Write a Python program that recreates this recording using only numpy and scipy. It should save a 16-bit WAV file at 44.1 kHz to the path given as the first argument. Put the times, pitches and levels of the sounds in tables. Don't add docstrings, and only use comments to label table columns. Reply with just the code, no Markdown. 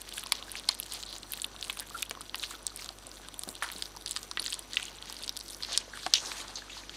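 import sys
import numpy as np
from scipy import signal
from scipy.fft import rfft, irfft, next_fast_len
from scipy.io import wavfile
from scipy.ndimage import uniform_filter1d, map_coordinates

SR = 44100
rng = np.random.default_rng(int(sys.argv[2]) if len(sys.argv) > 2 else 0)


def linear_from_db(decibels):
    return 10 ** (np.asarray(decibels, float) / 20)


def unload_wav(signal):
    wavfile.write(
        sys.argv[1],
        SR,
        np.round(np.clip(np.atleast_2d(signal).T, -1, 1) * 32767).astype(np.int16),
    )


N = 306936


def unit(x):
    return x / np.sqrt(np.mean(x ** 2) + 1e-20)


def wobble(rate):
    knots = rng.standard_normal(int(N * rate / SR) + 4)
    return map_coordinates(knots, [np.arange(N) * rate / SR])


def coloured(x, points):
    m = next_fast_len(N + 8192)
    hz, db = np.transpose(points)
    gain = linear_from_db(np.interp(np.log(np.fft.rfftfreq(m, 1 / SR) + 1), np.log(hz), db, -120, -120))
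    return unit(irfft(rfft(x, m) * gain, m)[:N])


def add(track, s, sound):
    track[round(s * SR):][:len(sound)] += sound


def chance(hz, octaves):
    return hz * 2 ** (octaves * np.clip(rng.standard_normal(), -2, 2))


def fracture(hz, octaves, t60, t):
    fading = linear_from_db(-60 * t / t60) + linear_from_db(-10 - 60 * t / (4 * t60))
    force = fading * rng.standard_normal(len(t))
    force[0] = 11.1 * np.sign(force[0])
    edges = np.clip(hz * 2 ** (octaves * np.array([-.5, .5])), 100, .45 * SR)
    burst = signal.sosfilt(signal.butter(3, edges, "bandpass", fs=SR, output="sos"), force)
    return burst / np.abs(burst).max()


# (multiple of the hum pitch, level [dB rms])
HUM_OVERTONES = [(1, -59), (2, -68), (3, -85), (4, -73.5), (5, -71), (6, -70), (7, -69), (9, -77),
                 (30, -70)]
# (pitch [Hz], level [dB rms])
WHINE_TONE = (5879.6, -65.5)
# (pitch [Hz], level [dB per Hz])
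HISS_COLOUR = [(20, -1.5), (350, 3), (1000, -1), (2500, -8), (4200, -9.5), (8500, -17.5), (12000, -17.5),
               (16000, -34)]


def camera():
    hum_hz = 49.17
    turn = 2 * np.pi * np.cumsum(hum_hz * (1 + 0.00173 * wobble(2.55))) / SR
    hum = np.zeros(N)
    for multiple, db in HUM_OVERTONES:
        level = linear_from_db(db + 0.63 * wobble(5.8))
        hum += level * np.sin(multiple * turn + rng.uniform(0, 2 * np.pi))
    whine_hz, whine_db = WHINE_TONE
    whine = linear_from_db(whine_db + wobble(6.7)) * np.sin(2 * np.pi * whine_hz * np.arange(N) / SR)
    hiss = linear_from_db(-57.0) * coloured(rng.standard_normal(N), HISS_COLOUR)
    return np.sqrt(2) * (hum + whine) + hiss


def kitchen(x):
    t = np.arange(SR // 3) / SR
    tail = rng.standard_normal(len(t)) * linear_from_db(-60 * t / 0.27) * (1 - np.exp(-t / 0.002))
    tail = signal.lfilter([1], [1, -.82], tail)
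    return signal.fftconvolve(x, tail / np.linalg.norm(tail))[:N]


def patchy(x, depth_db):
    z = signal.stft(x, nperseg=128)[2]
    field = uniform_filter1d(rng.standard_normal(z.shape), size=6, axis=0)
    field = uniform_filter1d(field, size=14, axis=1)
    return signal.istft(z * linear_from_db(depth_db * unit(field)), nperseg=128)[1][:N]


# (start [s], end [s])
RUSTLE_SPAN = (5.67, 6.97)


def crackle(per_s, spread_db, noise_share, patch_db=3.5):
    fires = rng.random(N) < per_s / SR * linear_from_db(6 * wobble(30))
    sizes = linear_from_db(spread_db * np.clip(rng.exponential(size=N), 0, 2))
    grains = np.convolve(fires * sizes, np.exp(-np.arange(40) / 12))[:N] * rng.standard_normal(N)
    swinging = np.abs(np.arange(N) / SR - np.mean(RUSTLE_SPAN)) < np.ptp(RUSTLE_SPAN) / 2
    share = np.where(swinging, .75, np.clip(noise_share, 0, 1))
    rubbing = unit(linear_from_db(2.2 * wobble(60)) * rng.standard_normal(N))
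    return patchy(np.sqrt(1 - share) * unit(grains) + np.sqrt(share) * rubbing, depth_db=patch_db)


# (time of full pressure [s], held [s],
# gristle level [dB], extra brittleness [dB])
JAW_STROKES = [(.012, 0.01, -51, -12), (.17, 0.012, -44.5, -5), (.344, 0.045, -48, -12),
               (.569, 0.01, -43.5, -12), (.708, 0.035, -47, -17), (.938, 0.0061, -43, -5.5),
               (1.1, 0.035, -50, -10.5), (1.337, 0.05, -49.5, -2), (1.65, 0.15, -51.5, -5),
               (1.955, 0.03, -50, -1), (2.399, 0.11, -47, -5.5), (2.679, .01, -59, -12),
               (2.804, 0.022, -50, -4), (2.978, 0.0042, -72, -3), (3.148, 0.0065, -55.5, -2),
               (3.41, 0.091, -68.5, 13), (3.635, 0.047, -49.5, -22), (3.74, 0.1, -50.5, -3),
               (4.096, 0.14, -50.5, -5), (4.415, 0.19, -50, -11), (4.759, 0.12, -47, -10.5),
               (5.07, 0.2, -49, -9.5), (5.46, 0.18, -57, 1), (5.721, 0.028, -38, -10.5),
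               (5.971, 0.089, -48, 0), (6.162, 0.016, -43, -9), (6.24, 0.18, -43.5, -2.5),
               (6.58, 0.011, -49, -3), (6.767, 0.0048, -44.5, -6.5), (6.95, .02, -47.5, -8)]


def pressure():
    bite_db_per_s, ease_db_per_s = 183, 153
    rest_mouth_db, rest_gristle_db, rest_fizz_db = -60.5, -58, -63
    s, held, db, brittle_db = np.transpose(JAW_STROKES)[..., None]
    t = np.arange(0, N, 64) / SR
    building_db = bite_db_per_s * np.clip(s - t, 0, None)
    easing_db = ease_db_per_s * np.clip(t - s - held, 0, None)
    stroke = linear_from_db(db - building_db - easing_db)
    gristle = np.sqrt(linear_from_db(2 * rest_gristle_db) + np.sum(stroke ** 2, axis=0))
    fizz = np.sqrt(linear_from_db(2 * rest_fizz_db) + np.sum((stroke * linear_from_db(brittle_db)) ** 2, axis=0))
    mouth = linear_from_db(rest_mouth_db) * (gristle / linear_from_db(rest_gristle_db)) ** 0.38
    return [np.interp(np.arange(N) / SR, t, gain) for gain in (mouth, gristle, fizz)]


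# (pitch [Hz], level [dB per Hz])
MOUTH_COLOUR = [(120, -10), (350, -1.5), (1200, 1), (2200, -12.5), (3500, -15)]
GRISTLE_COLOUR = [(1500, -4.5), (2600, -2), (3300, 2.5), (4250, 4.5), (5500, -1.5), (6600, -1.5),
                  (8500, -24)]
FIZZ_COLOUR = [(5000, -58), (7200, -6.5), (8500, -2), (11000, -8), (13000, -11.5), (15500, -15),
               (17000, -76)]


def grinding():
    common = crackle(per_s=180, spread_db=1.0, noise_share=0.26)
    mouth = 0.25 * common + crackle(per_s=60, spread_db=2.0, noise_share=0.85, patch_db=2.5)
    gristle = 1.11 * common + crackle(per_s=500, spread_db=4, noise_share=0.22)
    fizz = 1.3 * common + crackle(per_s=500, spread_db=11.0, noise_share=0.18)
    mouth = coloured(mouth, MOUTH_COLOUR)
    gristle = coloured(gristle, GRISTLE_COLOUR)
    fizz = coloured(fizz, FIZZ_COLOUR)
    t = np.arange(N) / SR
    dulled = signal.lfilter(*signal.butter(1, 7000, fs=SR), fizz)
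    fizz = np.where(t < RUSTLE_SPAN[0], fizz, dulled)
    mouth = mouth * linear_from_db(6.5 * (t > 6.15) * (t < 6.6))
    mouth_gain, gristle_gain, fizz_gain = pressure()
    return mouth_gain * mouth + gristle_gain * gristle + fizz_gain * fizz


def small_clicks(events, octaves, t60):
    out, t = np.zeros(N + SR), np.arange(SR // 40) / SR
    for s, db, hz in events:
        add(out, s, linear_from_db(db - 1.5) * fracture(hz, octaves, t60, t))
    return out[:N]


# (time [s], peak level [dB], pitch [Hz])
MOUTH_CLICKS = [(0.2305, -37.7, 1410), (0.2369, -38.0, 1290), (0.4264, -41.5, 870), (0.5404, -39, 890),
                (1.387, -38, 1610), (1.5432, -41.6, 880), (1.5514, -41, 1260), (1.7717, -37.7, 1160),
                (2.1503, -36, 1200), (2.5102, -33, 1270), (2.8202, -41.5, 1230), (2.8594, -40, 1320),
                (2.8903, -34.5, 1280), (3.0721, -45, 523), (3.2854, -40, 1190), (3.8229, -36, 1800),
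                (3.95, -39.5, 1020), (4.0604, -36.5, 1560), (4.3129, -32.5, 1130), (4.4625, -34, 1930),
                (4.4801, -38, 1680), (5.0988, -37, 1020), (5.8783, -39.1, 610), (5.9735, -31.7, 1320),
                (6.0328, -39, 1460), (6.6815, -40, 1310), (6.7682, -35.5, 1100), (6.8354, -37, 2000),
                (6.8944, -39, 1480)]


def clucks():
    return small_clicks(MOUTH_CLICKS, octaves=0.59, t60=0.0085)


# (time [s], peak level [dB], pitch [Hz])
TOOTH_NICKS = [(0.1243, -27, 3120), (0.1372, -29, 4010), (0.2306, -32, 3230), (0.7309, -30, 4150),
               (0.4364, -35, 4220), (0.6822, -37, 4180), (0.914, -29.8, 4010), (1.0637, -32, 4110),
               (1.0903, -29.0, 4170), (1.128, -25, 3770), (1.3423, -31.9, 3720), (1.4194, -28, 3510),
               (1.706, -28, 3660), (1.9874, -30.8, 3420), (2.0612, -34.5, 3300), (2.3973, -26, 4330),
               (2.4235, -28, 3710), (1.1404, -31, 4050), (2.7029, -32, 4080), (2.7956, -35, 2500),
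               (2.8224, -29.3, 4790), (2.8151, -31, 5190), (3.1704, -34, 3850), (3.563, -33.4, 4010),
               (5.813, -33, 2600), (5.7845, -27, 5000), (3.9711, -27, 5300), (4.0115, -34, 4100),
               (4.0686, -32, 3210), (4.0938, -30, 4450), (4.111, -26, 3820), (4.4983, -31.9, 3510),
               (4.8816, -29.5, 3190), (4.6254, -36, 4320), (4.7416, -30, 3460), (4.7459, -32.5, 5150),
               (4.8253, -28, 3230), (4.9856, -33, 3560), (5.2435, -31, 4130), (5.2225, -31, 3210),
               (5.326, -38, 4770), (5.401, -28.7, 4800), (5.4063, -33, 4450), (5.4611, -33, 5030),
               (5.4889, -29, 4640), (5.5011, -31.6, 3930), (5.5323, -29.5, 5120), (5.5468, -26.5, 5180),
               (5.6416, -31.9, 5010), (5.9985, -32, 4170), (6.0332, -32, 3760), (6.0603, -32.4, 4000),
               (6.4132, -31, 4290), (6.7765, -29, 4300), (6.5709, -27, 4200)]


def nicks():
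    return small_clicks(TOOTH_NICKS, octaves=0.45, t60=0.0046)


# (time [s], peak level [dB], pitch [Hz])
BONE_FLECKS = [(0.0115, -34, 7670), (0.0173, -23.5, 10060), (0.1826, -26, 10300), (0.7495, -34, 11200),
               (0.523, -29, 9810), (0.5628, -30, 9010), (0.7445, -29, 8700), (0.789, -32, 10550),
               (1.1404, -35, 9170), (1.0537, -34, 8110), (1.064, -32, 8510), (1.874, -36, 11300),
               (1.3352, -20, 11500), (1.3748, -33, 13400), (1.4237, -26, 8490), (1.4654, -32, 10390),
               (1.7012, -30, 12500), (1.6946, -33.3, 8310), (1.7059, -31, 7460), (1.7765, -37, 11500),
               (1.896, -33, 7610), (2.3883, -30, 11200), (2.0237, -20, 10500), (2.4328, -26, 8160),
               (4.4206, -26, 11000), (2.6288, -35.4, 9180), (0.1364, -31, 11300), (3.0925, -33, 8120),
               (3.3819, -36, 12500), (3.4291, -33, 7500), (3.7244, -29, 13500), (4.0114, -36, 9370),
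               (4.1221, -27, 8590), (4.4703, -22.5, 7000), (4.4992, -33, 8900), (4.5029, -22, 7440),
               (4.5094, -28, 7430), (4.7339, -25, 6900), (4.7447, -29, 7010), (4.761, -32.4, 7520),
               (4.2306, -35, 12400), (4.9562, -35, 7880), (4.9696, -35, 7840), (5.0197, -34, 8080),
               (5.2436, -27, 8500), (5.2642, -29.8, 8840), (5.9573, -35, 9260), (5.3259, -36, 9370),
               (5.3901, -34, 11200), (5.4062, -33, 9290), (5.805, -32, 8500), (5.5066, -24.5, 8970),
               (5.5324, -34.7, 9490), (5.7306, -23, 9150), (5.7632, -29, 8650)]


def flecks():
    return small_clicks(BONE_FLECKS, octaves=0.42, t60=0.0044)


# (time [s], peak level [dB], pitch [Hz])
LIP_SMACKS = [(0.179, -27.5, 1580), (0.262, -30, 1010), (0.482, -34.5, 1570), (1.304, -39, 1630),
              (1.909, -33.5, 1160), (2.173, -31, 1050), (2.208, -30.5, 1210), (2.718, -40, 1210),
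              (2.795, -34, 2090), (2.904, -35.5, 720), (3.436, -35, 1140), (3.969, -32, 900),
              (4.742, -32, 1860), (6.621, -32.5, 1630)]


def smacks():
    out, t = np.zeros(N + SR), np.arange(SR // 20) / SR
    for s, db, hz in LIP_SMACKS:
        swell = linear_from_db(db - 3.0 - 60 * t / 0.02) * (1 - np.exp(-t / 0.000083))
        add(out, s, swell * np.sin(2 * np.pi * hz * t * (1 + 6 * t)))
    return out[:N]


# (time [s], level [dB], pitch [Hz], width [Hz], time to
# fade 60 dB [s])
CRUSHES_AND_POPS = [(.322, -22.5, 920, 503, 0.0097), (0.688, -19.5, 1040, 350, 0.027),
                    (1.944, -32, 1340, 220, 0.096), (1.06, -47, 4120, 1500, 0.44),
                    (1.815, -39, 1700, 400, 0.1), (6.33, -50, 1000, 1200, 0.52),
                    (2.11, -26, 597, 800, 0.018), (2.344, -20, 1160, 500, 0.0096),
                    (2.538, -37.5, 1340, 200, 0.061), (3.228, -49, 1580, 248, 0.15),
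                    (3.474, -39.5, 334, 800, 0.15), (3.623, -31.5, 1320, 1190, 0.19),
                    (3.753, -43, 260, 300, 0.07), (6.556, -36.5, 6330, 1300, 0.08),
                    (3.625, -39.5, 9200, 3000, 0.2), (4.398, -28.5, 9400, 1500, 0.034),
                    (4.771, -46, 2490, 1290, 0.62), (5.686, -43.5, 890, 1500, 0.35),
                    (5.931, -44.5, 1550, 500, 0.34), (6.063, -28, 850, 1000, 0.033),
                    (6.135, -34, 590, 800, 0.021), (6.15, -23, 3330, 1400, 0.12),
                    (6.155, -34, 6000, 1800, 0.3), (3.625, -39.5, 4340, 4000, 0.18),
                    (6.247, -39, 5400, 2500, 0.38), (6.556, -34, 4370, 900, 0.15),
                    (6.696, -39, 2490, 1520, 0.095), ]


def crushes():
    out, t = np.zeros(N + SR), np.arange(SR // 4) / SR
    for s, db, hz, width_hz, t60 in CRUSHES_AND_POPS:
        b, a = signal.iirpeak(hz, hz / width_hz, SR)
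        lumps = linear_from_db(4.4 * unit(uniform_filter1d(rng.standard_normal(len(t)), size=60)))
        tail = signal.lfilter(b, a, lumps * rng.standard_normal(len(t)))
        tail = signal.lfilter(b, a, tail)
        add(out, s, linear_from_db(db - 60 * t / t60) * (1 - np.exp(-t / 0.00093)) * unit(tail))
    return out[:N]


# (time [s], peak level [dB], pitch [Hz], time to fade 60 dB [s])
BREAK_RINGS = [(0.3219, -17.5, 2310, 0.011), (0.3207, -38, 540, 0.023), (.6888, -12.5, 4250, 0.022),
               (.6895, -24.5, 2160, 0.017), (2.1101, -30.5, 395, 0.0089), (4.3723, -28, 1950, 0.045),
               (4.3728, -38, 423, .02), (4.7702, -26, 1970, 0.025), (4.7698, -36, 2600, 0.016),
               (6.0645, -38, 326, 0.085), (6.0645, -24.5, 757, 0.032), (6.0635, -22, 1120, 0.021),
               (6.0633, -33, 1450, 0.026), (6.1382, -5, 6000, 0.007), (6.1376, -24, 14600, 0.0016),
               (3.6237, -19, 1750, 0.013)]


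def rings():
    out, t = np.zeros(N + SR), np.arange(SR // 10) / SR
    for s, db, hz, t60 in BREAK_RINGS:
        swell = linear_from_db(db - 60 * t / t60) * (1 - np.exp(-3 * hz * t))
        add(out, s, swell * np.sin(2 * np.pi * hz * t))
    return out[:N]


JAW_DB = -18.5


def small_break(s, shard_db, splinter_db, shard_hz):
    splinter_hz = chance(8580 if s < RUSTLE_SPAN[0] else 7170, 0.18)
    return s, shard_db + JAW_DB, shard_db, splinter_db, shard_hz, splinter_hz


# (time [s], peak level [dB])
FAINT_TICKS = [(0.0907, -24), (0.5975, -25), (0.863, -25), (1.127, -29), (1.643, -24.5), (1.6818, -27),
               (2.774, -25), (2.8225, -36), (2.8603, -26), (2.9864, -30.5), (3.342, -25.5), (3.419, -30),
               (3.553, -24.5), (3.9645, -28), (4.0226, -31), (4.4204, -27), (4.442, -21), (4.503, -26),
               (4.5143, -30), (4.7572, -24), (4.711, -33), (5.1257, -21.5), (5.391, -28), (6.032, -29),
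               (6.4815, -26)]


def faint_ticks():
    return [small_break(s, db - 3.0, db - .8, chance(4040, 0.19)) for s, db in FAINT_TICKS]


# (time [s], peak level [dB], pitch [Hz])
DULL_TICKS = [(0.175, -25, 3150), (0.262, -23, 4450), (0.352, -25, 3600), (0.4259, -23, 3300),
              (0.828, -23.5, 3600), (1.035, -20, 3770), (1.1642, -25.5, 3800), (1.2316, -24, 3750),
              (1.3737, -25.5, 3580), (1.3992, -22.5, 3800), (1.5632, -27, 3280), (2.2956, -24, 3750),
              (2.6785, -24, 3940), (3.1153, -28, 4600), (3.6887, -23, 3450), (3.723, -25, 3690),
              (3.7628, -25, 3900), (3.8564, -22, 4500), (4.0757, -21, 3930), (4.4268, -20, 4330),
              (4.4805, -18, 4300), (5.025, -23.5, 3760), (5.1669, -24.5, 4220), (5.236, -20.5, 4340),
              (5.4103, -21, 4580), (6.1415, -8, 3400), (6.558, -27, 4200), (6.8947, -23, 3550)]
CHIPPING_TICKS = [(0.017, -28.5, 3500), (0.1804, -21, 3080), (0.237, -23, 3100), (0.2704, -26, 3150),
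                  (0.7492, -28, 3900), (0.8322, -26.5, 5000), (0.922, -20.5, 3900), (1.028, -24.5, 3880),
                  (1.4468, -19, 3200), (1.6472, -27, 3400), (1.7722, -26.5, 3070), (1.791, -24, 3870),
                  (2.096, -24, 3960), (2.2146, -26, 3900), (2.3562, -21, 4070), (2.3959, -29, 4630),
                  (2.8448, -24.5, 4180), (3.286, -26, 3830), (3.4353, -19, 4140), (4.0799, -24, 3800),
                  (4.118, -22, 4150), (4.2307, -25, 4740), (4.4556, -24, 4230), (4.4699, -30, 3890),
                  (4.5247, -20.5, 3300), (4.8291, -21, 3260), (5.367, -21, 4070), (5.4816, -29, 4420),
                  (5.731, -29, 4100)]


def ticks():
    rows = []
    for events, fizz_db in [(DULL_TICKS, -17), (CHIPPING_TICKS, -4)]:
        for s, db, hz in events:
            rows.append(small_break(s, db, db + 4.5 + fizz_db, hz))
    return rows


# (time [s], peak level [dB], pitch [Hz])
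THIN_SPLINTERS = [(0.14, -23, 8100), (0.1948, -18, 8900), (0.517, -16, 10100), (0.8, -9, 11100),
                  (0.9365, -17, 10000), (1.183, -21.5, 8040), (1.321, -12, 12000), (1.4186, -11.5, 8400),
                  (1.612, -21, 6530), (1.6524, -28, 7700), (1.728, -21, 9400), (1.805, -15.5, 11300),
                  (2.0238, -14, 6600), (2.2093, -20.5, 9000), (2.054, -29, 10500), (2.3818, -24, 7400),
                  (2.508, -21.5, 8200), (2.7614, -16, 9200), (3.0687, -21, 8760), (3.3929, -12.5, 9000),
                  (3.717, -19.5, 9840), (3.7835, -21.5, 8600), (4.0933, -20, 7980), (4.1108, -10, 8600),
                  (4.5376, -19, 8400), (4.5925, -15, 9300), (4.854, -19.5, 7130), (5.228, -24, 9300),
                  (5.4004, -29, 7640), (5.5, -29, 8700)]


def splinters():
    rows = []
    for s, db, hz in THIN_SPLINTERS:
        body_db = db - 15.5
        rows.append((s, body_db + JAW_DB, body_db, db - 2, chance(3940, .13), hz))
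    return rows


# (time [s], shard peak level [dB], splinter peak level [dB], shard pitch [Hz])
SNAPPED_SHARDS = [(1.4438, -13, -41, 3430), (1.627, -15.5, -25, 3670), (1.7976, -19, -16.5, 4330),
                  (2.511, -32, -29, 3270), (2.6671, -18, -10, 4650), (2.8905, -18.5, -29, 4000),
                  (3.4894, -23.5, -19, 4130), (3.6351, -23, -30, 3530), (3.8233, -12, -18, 3800),
                  (4.0611, -15.5, -21, 4800), (4.3134, -16.5, -27, 4500), (4.396, -12.5, -28, 3830),
                  (4.4627, -13.5, -23, 3860), (4.5299, -14, -26, 3900), (4.542, -20, -16, 4130),
                  (4.7334, -18.5, -30, 4000), (5.0985, -20.5, -37, 5140), (5.2786, -17.5, -24, 4100),
                  (5.2934, -11.5, -23.5, 4570), (5.3726, -20.5, -19.5, 4370), (5.6254, -18, -41, 4150),
                  (5.6336, -14.5, -36, 4000), (5.6485, -18, -43, 3900), (5.9733, -30, -29, 3620),
                  (6.1515, -17, -26, 3380), (.3241, -30, -13, 4300)]


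def shards():
    return [small_break(*row) for row in SNAPPED_SHARDS]


# (time [s], jaw level [dB], shard level [dB], splinter level [dB], shard pitch [Hz]), all peak levels
BIG_CRACKS = [(.3214, -20, -4, -8.5, 4050), (.5542, -25.5, -22, -28, 2850), (.6879, -37, -14, -15, 4070),
              (.69, -22, -3, -10.5, 4110), (1.3356, -31, -19, -28, 3240), (1.698, -25.5, -13.5, -36, 2980),
              (1.7007, -38, -16.5, -25, 3040), (2.0276, -27.5, -14.5, -16, 3160),
              (2.11, -19.5, -17.5, -20, 5760), (2.3447, -21.5, -16, -39, 3450),
              (2.4294, -29, -21, -37, 3420), (2.4367, -24, -15.5, -30, 3200), (3.6241, -22, -37, -29, 3380),
              (3.7008, -24.5, -36, -47, 2900), (4.1634, -22.5, -13.5, -18.5, 4000),
              (4.1711, -25, -17, -20, 4340), (4.3727, -15, -18, -31, 3560), (4.7699, -23, -6, -30, 3070),
              (4.7981, -23, -31, -35, 3100), (5.7756, -23, -3.5, -3.5, 4400),
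              (6.0644, -17, -16, -20.5, 4180), (6.1375, -14, 3, -18, 4500), (6.3173, -21, -27, -45, 4400)]


def cracks():
    rows = []
    for s, jaw_db, shard_db, splinter_db, shard_hz in BIG_CRACKS:
        splinter_hz = small_break(s, shard_db, splinter_db, shard_hz)[-1]
        rows.append((s, jaw_db, shard_db, splinter_db, shard_hz, splinter_hz))
    return rows


# (width [octaves], time to fade 60 dB [s])
SNAP_PARTS = [
    (1.63, 0.0097),
    (0.66, 0.0039),
    (0.55, 0.0034),
]


def snaps():
    out, tips, t = np.zeros(N + SR), np.zeros(N + SR), np.arange(SR // 25) / SR
    for s, *levels_db, shard_hz, splinter_hz in cracks() + shards() + ticks() + faint_ticks() + splinters():
        life = linear_from_db(0.21 * (max(levels_db) + 40.5))
        pitches_hz = chance(1800, .14), shard_hz, splinter_hz
        for db, hz, (octaves, t60) in zip(levels_db, pitches_hz, SNAP_PARTS):
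            add(out, s, linear_from_db(db - 3.5) * fracture(hz, octaves, life * t60, t))
        tip_db = levels_db[-1] - 20 - 8 * (s > RUSTLE_SPAN[0]) + rng.normal(0, 3.8)
        add(tips, s, linear_from_db(tip_db - 60 * t / 0.005) * rng.standard_normal(len(t)))
    top_band = signal.butter(3, [11500, 15800], "bandpass", fs=SR, output="sos")
    return out[:N] + signal.sosfilt(top_band, tips[:N])


def scene():
    dog = snaps() + crushes() + smacks() + rings()
    room = linear_from_db(-26) * kitchen(dog)
    close_clicks = nicks() + flecks() + clucks()
    return (dog + room + grinding() + camera() + close_clicks)[None]


def band_limit(x):
    return signal.sosfilt(signal.butter(12, 17010, fs=SR, output="sos"), x)


def record(dry):
    m = next_fast_len(N)
    hz = np.fft.rfftfreq(m, 1 / SR)
    squashed = dry / (1 + np.abs(dry / .72) ** 4) ** (1 / 4)
    fading = linear_from_db(-9 * np.clip(hz / 1000 - 15.4, 0, None))
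    mix = irfft(rfft(squashed, m) * fading * (hz < 17000), m)[:, :N]
    return band_limit(mix)


dry = scene()
out = record(dry)
unload_wav(out)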